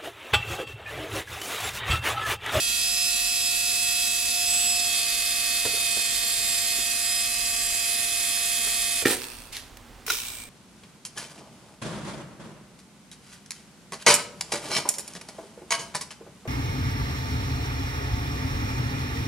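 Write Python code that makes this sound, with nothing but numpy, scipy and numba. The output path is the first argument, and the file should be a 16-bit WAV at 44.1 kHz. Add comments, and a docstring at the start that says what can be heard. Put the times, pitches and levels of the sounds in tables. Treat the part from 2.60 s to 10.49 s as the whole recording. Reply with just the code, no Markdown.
"""A small motor whines and plastic gears chatter: a compact film camera rewinds, held over a desk.
Hands turn the body over and bump it. The three-pole motor stops, the latch snaps with a hollow thud
and the back door buzzes on its hinge. A thumb rubs the door and swings it open against its stop,
where it clacks and rattles out. Close stereo, small room with faint hiss and a low draught."""
import sys
import numpy as np
from scipy import signal
from scipy.fft import rfft, irfft
from scipy.io import wavfile
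from numba import njit

SR = 44100
rng = np.random.default_rng(int(sys.argv[2]) if len(sys.argv) > 2 else 0)


def put_to_file(sound):
    """Save the sound as 16-bit audio at rate SR, in the file named by the first command-line argument."""
    columns = np.atleast_2d(sound).T  # one column per channel
    safe = np.clip(columns, -1, 1)
    whole_steps = np.round(safe * 32767)
    wavfile.write(sys.argv[1], SR, whole_steps.astype(np.int16))


N = 347949
T = np.arange(N) / SR


def undb(db):
    """Decibels to gain."""
    return 10 ** (np.asarray(db) / 20)


def unit(x):
    """Scale to rms 1."""
    return x / np.sqrt(np.mean(x ** 2) + 1e-18)


def walk(rate_hz):
    """Random drift, spread near 1."""
    points = rng.standard_normal(int(rate_hz * N / SR) + 3)
    return 1.22 * np.interp(T * rate_hz, np.arange(len(points)), points)


def held(start_s, end_s, fade_s):
    """Soft-edged gate."""
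    return np.clip(np.minimum(T - start_s, end_s - T) / fade_s + .5, 0, 1)


def envelope(start_s, attack_s, hold_s, db, sag_db_per_s, release_db_per_s):
    """Gain that rises, sags while held, then dies away."""
    age_s = T - start_s - attack_s
    fall_db = sag_db_per_s * np.clip(age_s, 0, hold_s) + release_db_per_s * np.maximum(age_s - hold_s, 0)
    return np.clip(1 + age_s / attack_s, 0, 1) * undb(db - fall_db)


def colour(x, spectrum, size=4096):
    """Minimum-phase filter through (f/Hz, level/dB) points."""
    hz, db = np.transpose(spectrum)
    gain_db = np.interp(np.log(np.fft.rfftfreq(size, 1 / SR) + 1), np.log(hz), db)
    cepstrum = irfft(np.log(undb(gain_db)))
    cepstrum[1:size // 2] *= 2
    cepstrum[size // 2 + 1:] = 0
    impulse = irfft(np.exp(rfft(cepstrum)))
    return signal.oaconvolve(x, impulse[None], axes=1)[:, :N]


def resonate(x, modes):
    """Parallel resonances (f/Hz, width/Hz, level/dB)."""
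    return sum(undb(db) * signal.lfilter(*signal.iirpeak(hz, hz / width_hz, fs=SR), x)
               for hz, width_hz, db in modes)


@njit
def sweep(x, hz, width_hz):
    """Moving resonance, gain 1 at its centre."""
    y, band, low = np.empty(len(x)), 0., 0.
    for i in range(len(x)):
        g, damping = np.tan(np.pi * hz[i] / SR), width_hz / hz[i]
        v = (band + g * (x[i] - low)) / (1 + g * (g + damping))
        band, low = 2 * v - band, low + 2 * g * v
        y[i] = damping * v
    return y


def grains(rate_hz, spread_db=1):
    """Two streams of tiny contacts of random size."""
    size = rng.standard_normal((2, N)) * undb(spread_db * rng.standard_normal((2, N)).clip(-2, 2))
    return unit((rng.random((2, N)) < rate_hz / SR) * size)


def pan(left_minus_right_db):
    """Channel gains at constant power."""
    return unit(undb(np.array([[1], [-1]]) * left_minus_right_db / 2))


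def stereo(pair, split_hz, spread=0.76):
    """Two unrelated signals as mid and side: bass shared, treble wide, left one sample late."""
    side = spread * signal.lfilter(*signal.butter(1, split_hz, "high", fs=SR), pair[1])
    return unit(np.array([np.roll(pair[0] + side, 1), pair[0] - side]))


def whine(angle, turned, fade_s=0.045, damped_from_order=14):
    """Tones locked to the shaft: armature hum, pinion mesh, weak orders roughened by gear slack."""
    # hum, mesh and its harmonics: shaft order, top-up level/dB, back-up level/dB, waver/dB
    tones = [(3, -47.5, -45, 0.5), (11, -33.5, -36.5, .7), (22, -38, -41.3, 1.1), (33, -38.5, -40, 1.1)]
    # uneven shaft: shaft order, top-up level/dB, back-up level/dB
    weak_orders = [(1, -60, -60), (2, -61.5, -60.5), (5, -58, -52.5), (6, -52.5, -64), (7, -58.5, -56),
                   (8, -49, -47), (9, -62, -46), (10, -52, -57.5), (12, -49, -50.5), (13, -56, -50),
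                   (14, -38.5, -41), (15, -48, -47), (16, -43.5, -43.5), (17, -42.5, -60), (18, -47, -45.5),
                   (34, -60, -50), (19, -41.5, -45.5), (20, -39.5, -44), (21, -48, -57), (23, -50, -54),
                   (25, -45, -59), (26, -45, -58), (27, -44, -53), (30, -48, -58), (31, -45, -52),
                   (32, -49, -60), (36, -48, -46), (42, -42, -58), (44, -39, -42.5)]
    # one tone swells or sinks as the body moves: start/s, end/s, shaft order, gain/dB
    swells = [(-0.1, 0.255, 3, -5.5), (1.02, 1.5, 3, 1.5), (1.735, 2.297, 3, 5), (3.35, 3.8, 3, -2.5),
              (1.603, 2.7, 8, -3), (3.3, 4.55, 8, 1.5), (2.097, 3.47, 11, 2), (3.5, 4.08, 11, -2.5),
              (4.12, 4.36, 11, 0.5), (4.38, 4.62, 11, -2), (5.65, 6.5, 11, -0.5), (1.35, 1.57, 14, 1.8),
              (1.58, 1.8, 14, -3.5), (1.801, 2.3, 16, -2), (2.55, 4.052, 16, 2.5), (4.7, 5.3, 16, -10),
              (2.0, 4.25, 19, 6.5), (4.7, 5.55, 19, -8), (0.18, 0.51, 22, 7.5), (0.597, 0.9, 22, 6),
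              (1.05, 1.5, 22, 3.5), (1.65, 1.99, 22, 3.3), (2.059, 2.29, 22, 9), (3.9, 4.27, 22, 3.5),
              (4.463, 4.68, 22, 6.5), (5.72, 5.85, 22, 3), (0.647, 1.58, 33, 4), (1.87, 2.137, 33, 12),
              (2.14, 2.3, 33, 6.5), (3.29, 4.24, 33, 5.5), (4.42, 4.64, 33, 7.5), (4.85, 5.2, 33, 5.5),
              (5.27, 5.56, 33, -2), (5.6, 5.97, 33, 1.8)]
    # finger pressure varies the damping of high orders: start/s, end/s, gain/dB
    squeezes = [(2.31, 2.42, 3), (4.27, 4.41, -1), (4.68, 4.79, -5.5), (5.36, 5.51, -2)]
    lines = [(order, top + (back - top) * turned + waver_db * walk(16), 0)
             for order, top, back, waver_db in tones]
    lines += [(order, top + (back - top) * turned - 1 + 1.35 * walk(14), .15 * walk(110))
              for order, top, back in weak_orders]
    squeeze_db = sum(db * held(start, end, fade_s) for start, end, db in squeezes)
    wander_rad = (0.006 * walk(30) + 0.008 * walk(350)) * (1 + .35 * turned)  # more as the film drags
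    out = np.zeros((2, N))
    for order, line_db, slack_rad in lines:
        swell_db = sum(db * held(start, end, fade_s) for start, end, k, db in swells if k == order)
        gain = undb(line_db + swell_db + squeeze_db * (order >= damped_from_order))
        phase = order * (angle + wander_rad) + slack_rad + rng.uniform(0, 2 * np.pi)
        skew_rad = 0.63 * min(order / 25, 1.1) * (1 + 0.26 * walk(2.14))
        out += np.sqrt(2) * gain * np.sin([phase - skew_rad, phase + skew_rad])
    return out


def casing(x, spectrum, ring=0.21, t60_s=0.016):
    """The shell's broad colour, dimpled by short-lived panel modes."""
    t = T[:SR // 60]
    panels = rng.standard_normal(len(t)) * undb(-60 * t / t60_s) * (t > .0005)
    ringing = signal.oaconvolve(x, panels[None] / np.linalg.norm(panels), axes=1)[:, :N]
    return unit(colour(x + ring * ringing, spectrum))


def hand_gaps(rattle, width_hz=215., regrip_s=0.073):
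    """Gaps between hands and shell ring with the gears; they open, glide and close with the grip."""
    # gap resonances: start/s, end/s, first f/Hz, last f/Hz, level/dB re shell
    gaps = [(-0.1, 1.75, 3950, 3950, -14), (-0.1, 1.95, 9850, 9900, -11), (0.7, 1.55, 8400, 8400, -15),
            (0.7, 1.55, 13300, 13200, -21), (1.85, 2.3, 8100, 7650, -7), (1.9, 2.1, 2842, 2860, -12),
            (2.0, 2.55, 9500, 10500, -19), (2.0, 2.5, 11200, 12100, -22), (2.25, 2.47, 4420, 4400, -9),
            (2.35, 3.1, 4700, 4650, -11.5), (2.47, 4.8, 4400, 4250, -13.5), (3.1, 5.4, 4800, 4902, -13),
            (2.5, 3.08, 12750, 12850, -16), (2.55, 2.95, 11100, 11200, -15), (1.9, 4.25, 3550, 3700, -11),
            (3.1, 3.38, 9250, 8300, -12), (3.12, 3.33, 10900, 9400, -8.5), (3.53, 4.25, 11800, 11950, -15),
            (3.53, 4.3, 12700, 12700, -18), (4.32, 4.72, 9700, 9240, -9), (5.1, 6.3, 13600, 13800, -19),
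            (5.25, 5.3, 10640, 10600, -9), (5.25, 6.5, 9350, 9400, -13.5), (4.7, 4.9, 4900, 5000, -18)]
    out = np.zeros((2, N))
    for start_s, end_s, first_hz, last_hz, db in gaps:
        gate = held(start_s, end_s, regrip_s)
        is_open = gate > 0
        hz = np.interp(T[is_open], [start_s, end_s], [first_hz, last_hz])
        ring = np.array([sweep(channel[is_open], hz, width_hz) for channel in rattle])
        out[:, is_open] += unit(ring) * gate[is_open] * undb(db)
    return out


def desk_echo(x, turned, gain=0.14, top_ms=0.636, back_ms=0.868, sway_ms=0.054):
    """One bounce off the desk; its comb slides as the hands move."""
    delay_ms = top_ms + (back_ms - top_ms) * turned + sway_ms * walk(1.8)
    return x + gain * np.array([np.interp(T - delay_ms / 1000, T, channel) for channel in x])


def gear_chatter(angle, turned, poles=3, teeth=11, wheel_ratio=11.2):
    """Teeth knock through their backlash, hardest at each torque pulse and mesh, and ring the shell."""
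    # shell colour, top up and back up: f/Hz, level/dB
    top_colour = [(300, -25), (800, -29), (1050, -13), (1450, -21.5), (1900, -7.5), (2700, -2.5),
                  (3150, -4), (3700, 0.5), (4200, -2.5), (4620, 2.5), (4870, -6.5), (5250, 0.5),
                  (5900, -2.5), (6700, 1.5), (7300, 2), (8800, -0.5), (9900, -0.5), (12000, -2),
                  (15500, -17.5)]
    back_colour = [(300, -23), (800, -20.5), (1400, -12), (2000, -6), (2350, -5), (3050, -7.5),
                   (3550, -4.3), (4000, -4), (4600, -1.5), (5900, -3.5), (7500, 1.5), (8500, -0.5),
                   (9300, 0.5), (10500, 1.8), (11500, -3.5), (13500, -8), (15500, -29)]
    pulses = (1 + 0.13 * np.cos(poles * angle)) * (1 + 0.26 * np.cos(teeth * angle))
    wheel_load = np.cos(angle / wheel_ratio + walk(3.01))  # off-centre reduction wheel
    drive = unit(pulses) * undb(0.2 * wheel_load + .5 * walk(180) + 0.23 * walk(30))
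    knocks = grains(20000) * drive
    shell = np.sqrt(1 - turned) * casing(knocks, top_colour)
    shell += np.sqrt(turned) * casing(knocks, back_colour)
    shell += hand_gaps(grains(26000) * drive * undb(1.3 * wheel_load))
    level_db = -26.3 - 2.7 * np.sin(np.pi * turned)  # dips while edge-on
    return stereo(desk_echo(shell, turned), split_hz=2200) * undb(level_db)


def motor(turn_s=(1.9, 2.41), stop_s=6.42, coast_s=0.025):
    """A fluttering shaft drives the gears and coasts to a halt when the power is cut."""
    # shaft rate, sagging as the film drags: t/s, f/Hz
    shaft = [(0.0, 233.2), (0.35, 234.8), (1.15, 234.8), (2.17, 234.7), (2.45, 231.9), (3.0, 231.7),
             (3.45, 230.3), (4.3, 231.2), (4.72, 232.2), (5.45, 230.8), (5.9, 231.5), (6.4, 231.1)]
    coast = np.exp(-np.maximum(T - stop_s, 0) / coast_s)
    flutter = 1 + 0.001203 * walk(40) + .0006 * walk(5)
    shaft_hz = np.interp(T, *np.transpose(shaft)) * flutter * coast ** 0.077
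    angle = 2 * np.pi * np.cumsum(shaft_hz) / SR
    turned = np.interp(T, turn_s, [0, 1])  # 0 top up, 1 back up
    tones = whine(angle, turned)
    gears = gear_chatter(angle, turned) + gear_rasp(angle)
    return (tones * pan(-3) + gears * pan(-4)) * coast


def room_tone(gust_s=4.85, gust_width_s=.25, gust_db=9):
    """Faint, nearly centred hiss and a low draught with one gust."""
    # quiet room: f/Hz, level/dB
    spectrum = [(30, -14.5), (58, -15), (85, -8), (130, -11.5), (190, -19), (240, -9), (310, -17),
                (440, -18), (700, -19), (1500, -22), (4000, -28.5), (9000, -33.5), (15500, -41)]
    mid, side = colour(rng.standard_normal((2, N)), spectrum)
    hiss = unit(mid + undb(-10) * side * np.array([[1], [-1]])) * undb(-49 + walk(2.9))
    band = signal.butter(2, [33, 48], "band", fs=SR, output="sos")
    draught = unit(signal.sosfilt(band, rng.standard_normal(N)))
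    draught_db = -56 + walk(1.5) + gust_db * np.exp(-((T - gust_s) / gust_width_s) ** 2)
    return (hiss + draught * undb(draught_db)) * pan(-2.8)


def clicks(hits, modes, tap, contact_t60_s, crack_t60_s, gain_db):
    """Plastic contacts: a tap and a noise burst ring the modes, with a bright stereo crack."""
    t, out = T[:SR // 6], np.zeros((2, N + SR))
    for start_s, level_db, crack_db in hits:
        noise = rng.standard_normal((3, len(t)))
        burst = noise[0] * undb(-60 * t / contact_t60_s)
        ring = resonate(tap * (t == 0) + burst / np.linalg.norm(burst), modes)
        crack = resonate(noise[1:] * undb(-60 * t / crack_t60_s), [(6900, 16000, 0)])
        hit = ring / np.abs(ring).max() + undb(crack_db) * crack / np.abs(crack).max()
        out[:, int(start_s * SR):][:, :len(t)] += undb(level_db + gain_db) * hit
    return out[:, :N]


def body_bumps():
    """Fingers bump softly on the body."""
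    # bumps: t/s, level/dB, crack/dB re ring
    hits = [(3.052, -23.5, -10), (3.135, -32.5, -12), (3.165, -38, -12), (3.369, -32.5, -10),
            (6.068, -38, -10), (6.422, -30, -10)]
    # body modes: f/Hz, width/Hz, level/dB
    modes = [(114.03, 44, -4.5), (305, 160, -3), (417, 61, -3), (470, 75, 0), (1350, 130, -7.5)]
    return clicks(hits, modes, tap=.15, contact_t60_s=0.13, crack_t60_s=.03, gain_db=3)


def body_thuds(cycle_s=0.0029, rumble_db=-21, rumble_t60_s=0.47):
    """The hollow body is pushed and springs back; a low rumble follows."""
    # a finger, then the latch letting go: t/s, level/dB
    hits = [(4.186, -34), (6.4564, -8.5), (6.471, -22), (6.489, -22), (6.507, -19.5), (6.526, -23.5)]
    # hollow body in the hands: f/Hz, width/Hz, level/dB
    modes = [(130, 38, -3.5), (260, 43, 0.5), (366, 130, 2.5), (457, 65, -12)]
    t, out = T[:SR // 2], np.zeros(N + SR)
    push = np.sin(2 * np.pi * np.minimum(t / cycle_s, 1))
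    blow = resonate(push, modes)
    blow /= np.abs(blow).max()
    for start_s, level_db in hits:
        rumble = unit(resonate(resonate(rng.standard_normal(len(t)), modes), modes))
        rumble *= undb(rumble_db - 60 * t / rumble_t60_s)
        out[int(start_s * SR):][:len(t)] += undb(level_db) * (blow + rumble)
    return out[:N] * pan(-3.1)


def gear_rasp(angle, pulse_db=4.5):
    """Late in the rewind, teeth scrape hardest once a shaft turn and ring a panel."""
    # panel modes: f/Hz, width/Hz, level/dB
    modes = [(3520, 260, -1), (10420, 130, 1), (10640, 150, 3.5)]
    scrapes = grains(20000) * undb(pulse_db * np.cos(angle))
    gain = envelope(5.25, attack_s=.05, hold_s=1.12, db=-32.5, sag_db_per_s=3, release_db_per_s=200)
    return stereo(resonate(scrapes, modes), split_hz=2600) * gain


def friction(spectrum, rate_hz, rough_db):
    """Dense, uneven slips of one surface over another."""
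    slips = grains(rate_hz, spread_db=1.4) * undb(rough_db * walk(220))
    return stereo(colour(slips, spectrum), split_hz=4100)


def latch():
    """The latch clicks, snaps and slides."""
    # latch contacts: t/s, level/dB, crack/dB re ring
    hits = [(5.7744, -29, -9), (6.0744, -31, -8), (6.4188, -27, -6), (6.4537, -15, -16), (6.4574, -11, -1),
            (6.4605, -18, -12), (6.4674, -16.5, -13), (6.4725, -15.5, -12), (6.482, -25, -10),
            (6.499, -24, -8), (6.506, -24, -8)]
    # latch modes: f/Hz, width/Hz, level/dB
    modes = [(715, 60, -15), (1406, 120, -3.5), (1835, 103, 6), (2270, 260, -3), (3280, 196, -22),
             (3510, 149, -13), (4600, 350, -19)]
    # sliding friction: f/Hz, level/dB
    spectrum = [(290, -32), (500, 3), (611, -17), (769, -1), (1060, -14.5), (1880, -4.5), (2070, -5.5),
                (3790, -6.5), (7030, -11), (8480, -3), (15500, -17)]
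    snaps = clicks(hits, modes, tap=0.52, contact_t60_s=0.013, crack_t60_s=0.02, gain_db=2.5)
    slide = envelope(6.455, attack_s=.014, hold_s=.068, db=-22.5, sag_db_per_s=24, release_db_per_s=310)
    return snaps + friction(spectrum, rate_hz=14000, rough_db=1.5) * slide


def buzz(shape, spectrum, modes, width_cycles, ring_db, ring_growth_db,
         start_hz=123.6, slowing_hz_per_s=19):
    """The door chatters on its hinge, hard and soft in turn; as it slows, the spring's ring grows."""
    length_s = shape["attack_s"] + shape["hold_s"]
    age_s = np.clip(T - shape["start_s"], 0, length_s)
    contact_hz = (start_hz - slowing_hz_per_s * age_s) * (1 + .04 * walk(90))
    cycles = np.cumsum(contact_hz) / SR
    pulses = np.exp(-((cycles % 1 - .5) / width_cycles) ** 2)
    force_db = 4 * np.cos(np.pi * np.floor(cycles)) + 1.5 * walk(60)
    taps = grains(24000, spread_db=1.5) * (pulses * undb(force_db) + 0.86)
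    ring = unit(resonate(taps, modes)) * undb(ring_db + ring_growth_db * age_s / length_s)
    return stereo(unit(colour(taps, spectrum)) + ring, split_hz=1800) * envelope(**shape)


def ajar_buzz():
    """The unlatched door buzzes in sharp pulses."""
    # hinge contacts: f/Hz, level/dB
    spectrum = [(530, -31), (900, -8.5), (1500, -12), (2220, -13), (2600, -4), (2890, -14), (4550, -11),
                (7320, -15.5), (9180, -13), (15500, -18)]
    # spring and pressure plate: f/Hz, width/Hz, level/dB
    modes = [(2720, 62, -4), (3380, 100, -3), (4450, 120, -6), (8312, 120, 1), (9400, 130, -1)]
    shape = dict(start_s=6.53, attack_s=.091, hold_s=.25, db=-36.5,
                 sag_db_per_s=49, release_db_per_s=130)
    return buzz(shape, spectrum, modes, width_cycles=0.15, ring_db=-10, ring_growth_db=5)


def catch_ticks():
    """The freed door ticks against its catch."""
    # ticks: t/s, level/dB, crack/dB re ring
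    hits = [(6.604, -36, -8), (6.637, -34, -6), (6.6412, -25, -1), (6.9682, -20, -14), (7.0534, -48, 0),
            (7.1711, -36, 2)]
    # catch modes: f/Hz, width/Hz, level/dB
    modes = [(1890, 240, -1), (2800, 300, -3), (3450, 500, 1), (4330, 260, -2), (5060, 250, -7)]
    return clicks(hits, modes, tap=1.2, contact_t60_s=0.008, crack_t60_s=0.03, gain_db=2.5)


def thumb_rub():
    """Skin drags across the door."""
    # skin on plastic: f/Hz, level/dB
    spectrum = [(470, -43), (800, -12), (1430, -19), (1910, -7.5), (3630, -4), (6920, -10), (8130, -12),
                (10700, -9), (15500, -30)]
    gain = envelope(6.919, attack_s=.012, hold_s=.063, db=-35, sag_db_per_s=95, release_db_per_s=190)
    return friction(spectrum, rate_hz=12000, rough_db=1.5) * gain


def thumb_squeak(start_s=6.93, attack_s=.014, hold_s=.04, start_hz=3000, fall_oct_per_s=16.5):
    """Skin sticks and slips in a narrow band that falls as the slip slows."""
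    age_s = np.clip(T - start_s, 0, attack_s + hold_s)
    hz = start_hz * 2 ** (-fall_oct_per_s * age_s)
    gain = envelope(start_s, attack_s, hold_s, db=-43, sag_db_per_s=190, release_db_per_s=600)
    return unit(sweep(grains(12000)[0], hz, width_hz=110.)) * gain


def door_knocks():
    """The swinging door knocks on its hinge."""
    # knocks: t/s, level/dB, crack/dB re ring
    hits = [(7.4646, -27, 5), (7.4795, -18, -5), (7.4822, -15, -13), (7.511, -22, -8), (7.518, -20, -3),
            (7.5454, -23, -1), (7.578, -31, 0), (7.5864, -27, -2)]
    # door modes: f/Hz, width/Hz, level/dB
    modes = [(1150, 290, -26), (1440, 110, 9), (1950, 410, 4), (2400, 310, -1), (3000, 300, -6),
             (3830, 83, 9), (5160, 200, 2), (5500, 160, -5), (8480, 200, -19)]
    return clicks(hits, modes, tap=1.2, contact_t60_s=0.025, crack_t60_s=0.099, gain_db=1)


def film_chamber(attack_s=.008, t60_s=0.074):
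    """The open chamber answers each jolt of the door with a short, hollow note."""
    # jolts: t/s, f/Hz, level/dB
    jolts = [(7.479, 440, -37), (7.503, 350, -42), (7.525, 433, -38)]
    t, out = T[:SR // 4], np.zeros(N + SR)
    for start_s, hz, level_db in jolts:
        note = np.sin(2 * np.pi * hz * t) * np.minimum(t / attack_s, 1) * undb(-60 * t / t60_s)
        out[int(start_s * SR):][:len(t)] += undb(level_db) * note / np.abs(note).max()
    return out[:N]


def hinge_scrape():
    """The hinge rubs as the door swings back."""
    # hinge friction: f/Hz, level/dB
    spectrum = [(700, -32), (2600, -16), (3850, -6), (4600, -14), (5350, 0), (5950, -2), (6700, -16),
                (15500, -32)]
    gain = envelope(7.479, attack_s=.02, hold_s=.035, db=-32, sag_db_per_s=10, release_db_per_s=200)
    return friction(spectrum, rate_hz=13000, rough_db=1) * gain


def open_buzz():
    """The wide-open door rattles out in broad pulses."""
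    # hinge contacts: f/Hz, level/dB
    spectrum = [(410, -47), (700, -24), (861, -12), (1400, -11), (2050, -17), (2370, -2), (3360, -5.5),
                (3870, -3.5), (4410, -10), (5080, -7.5), (15500, -10)]
    # spring and pressure plate: f/Hz, width/Hz, level/dB
    modes = [(2370, 55, 6.5), (8250, 260, 0.5)]
    shape = dict(start_s=7.485, attack_s=.019, hold_s=.31, db=-27.2,
                 sag_db_per_s=45, release_db_per_s=150)
    return buzz(shape, spectrum, modes, width_cycles=0.36, ring_db=-18, ring_growth_db=16)


def stop_clacks():
    """The door strikes its stop hard."""
    # impacts: t/s, level/dB, crack/dB re ring
    hits = [(7.5007, -11.5, -18), (7.5027, -8.5, -16), (7.5055, -9.5, -17)]
    # door on its stop: f/Hz, width/Hz, level/dB
    modes = [(1430, 120, 13), (1850, 350, 2), (2200, 250, -1), (2600, 200, -2), (3080, 200, 1),
             (3860, 130, 8), (5000, 200, -3), (5600, 250, -10)]
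    return clicks(hits, modes, tap=1.6, contact_t60_s=0.012, crack_t60_s=0.025, gain_db=1.5)


def room(x, t60_s=0.54, wet_db=-15, damping_hz=7000):
    """A small furnished room adds a short, dull, diffuse stereo tail."""
    t = T[:SR // 2]
    tail = rng.standard_normal((2, len(t))) * undb(-60 * t / t60_s) * (t > .006)
    tail /= np.linalg.norm(tail, axis=1, keepdims=True)
    tail = signal.lfilter(*signal.butter(1, damping_hz, fs=SR), tail)
    return x + undb(wet_db) * signal.oaconvolve(x, tail, axes=1)[:, :N]


def scene():
    """Motor, latch and door in the room."""
    handling = body_bumps() + latch() + catch_ticks() + ajar_buzz()
    thumb = thumb_rub() + thumb_squeak()
    door = door_knocks() + stop_clacks() + film_chamber() + hinge_scrape() + open_buzz()
    camera = motor() + body_thuds() + handling * pan(-3) + (thumb + door) * pan(-1.7)
    return room(camera) + room_tone()


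def record(dry):
    """Steep low-pass at 15.8 kHz."""
    return signal.sosfilt(signal.ellip(10, .2, 80, 15800, fs=SR, output="sos"), dry)


dry = scene()
out = record(dry)
put_to_file(out)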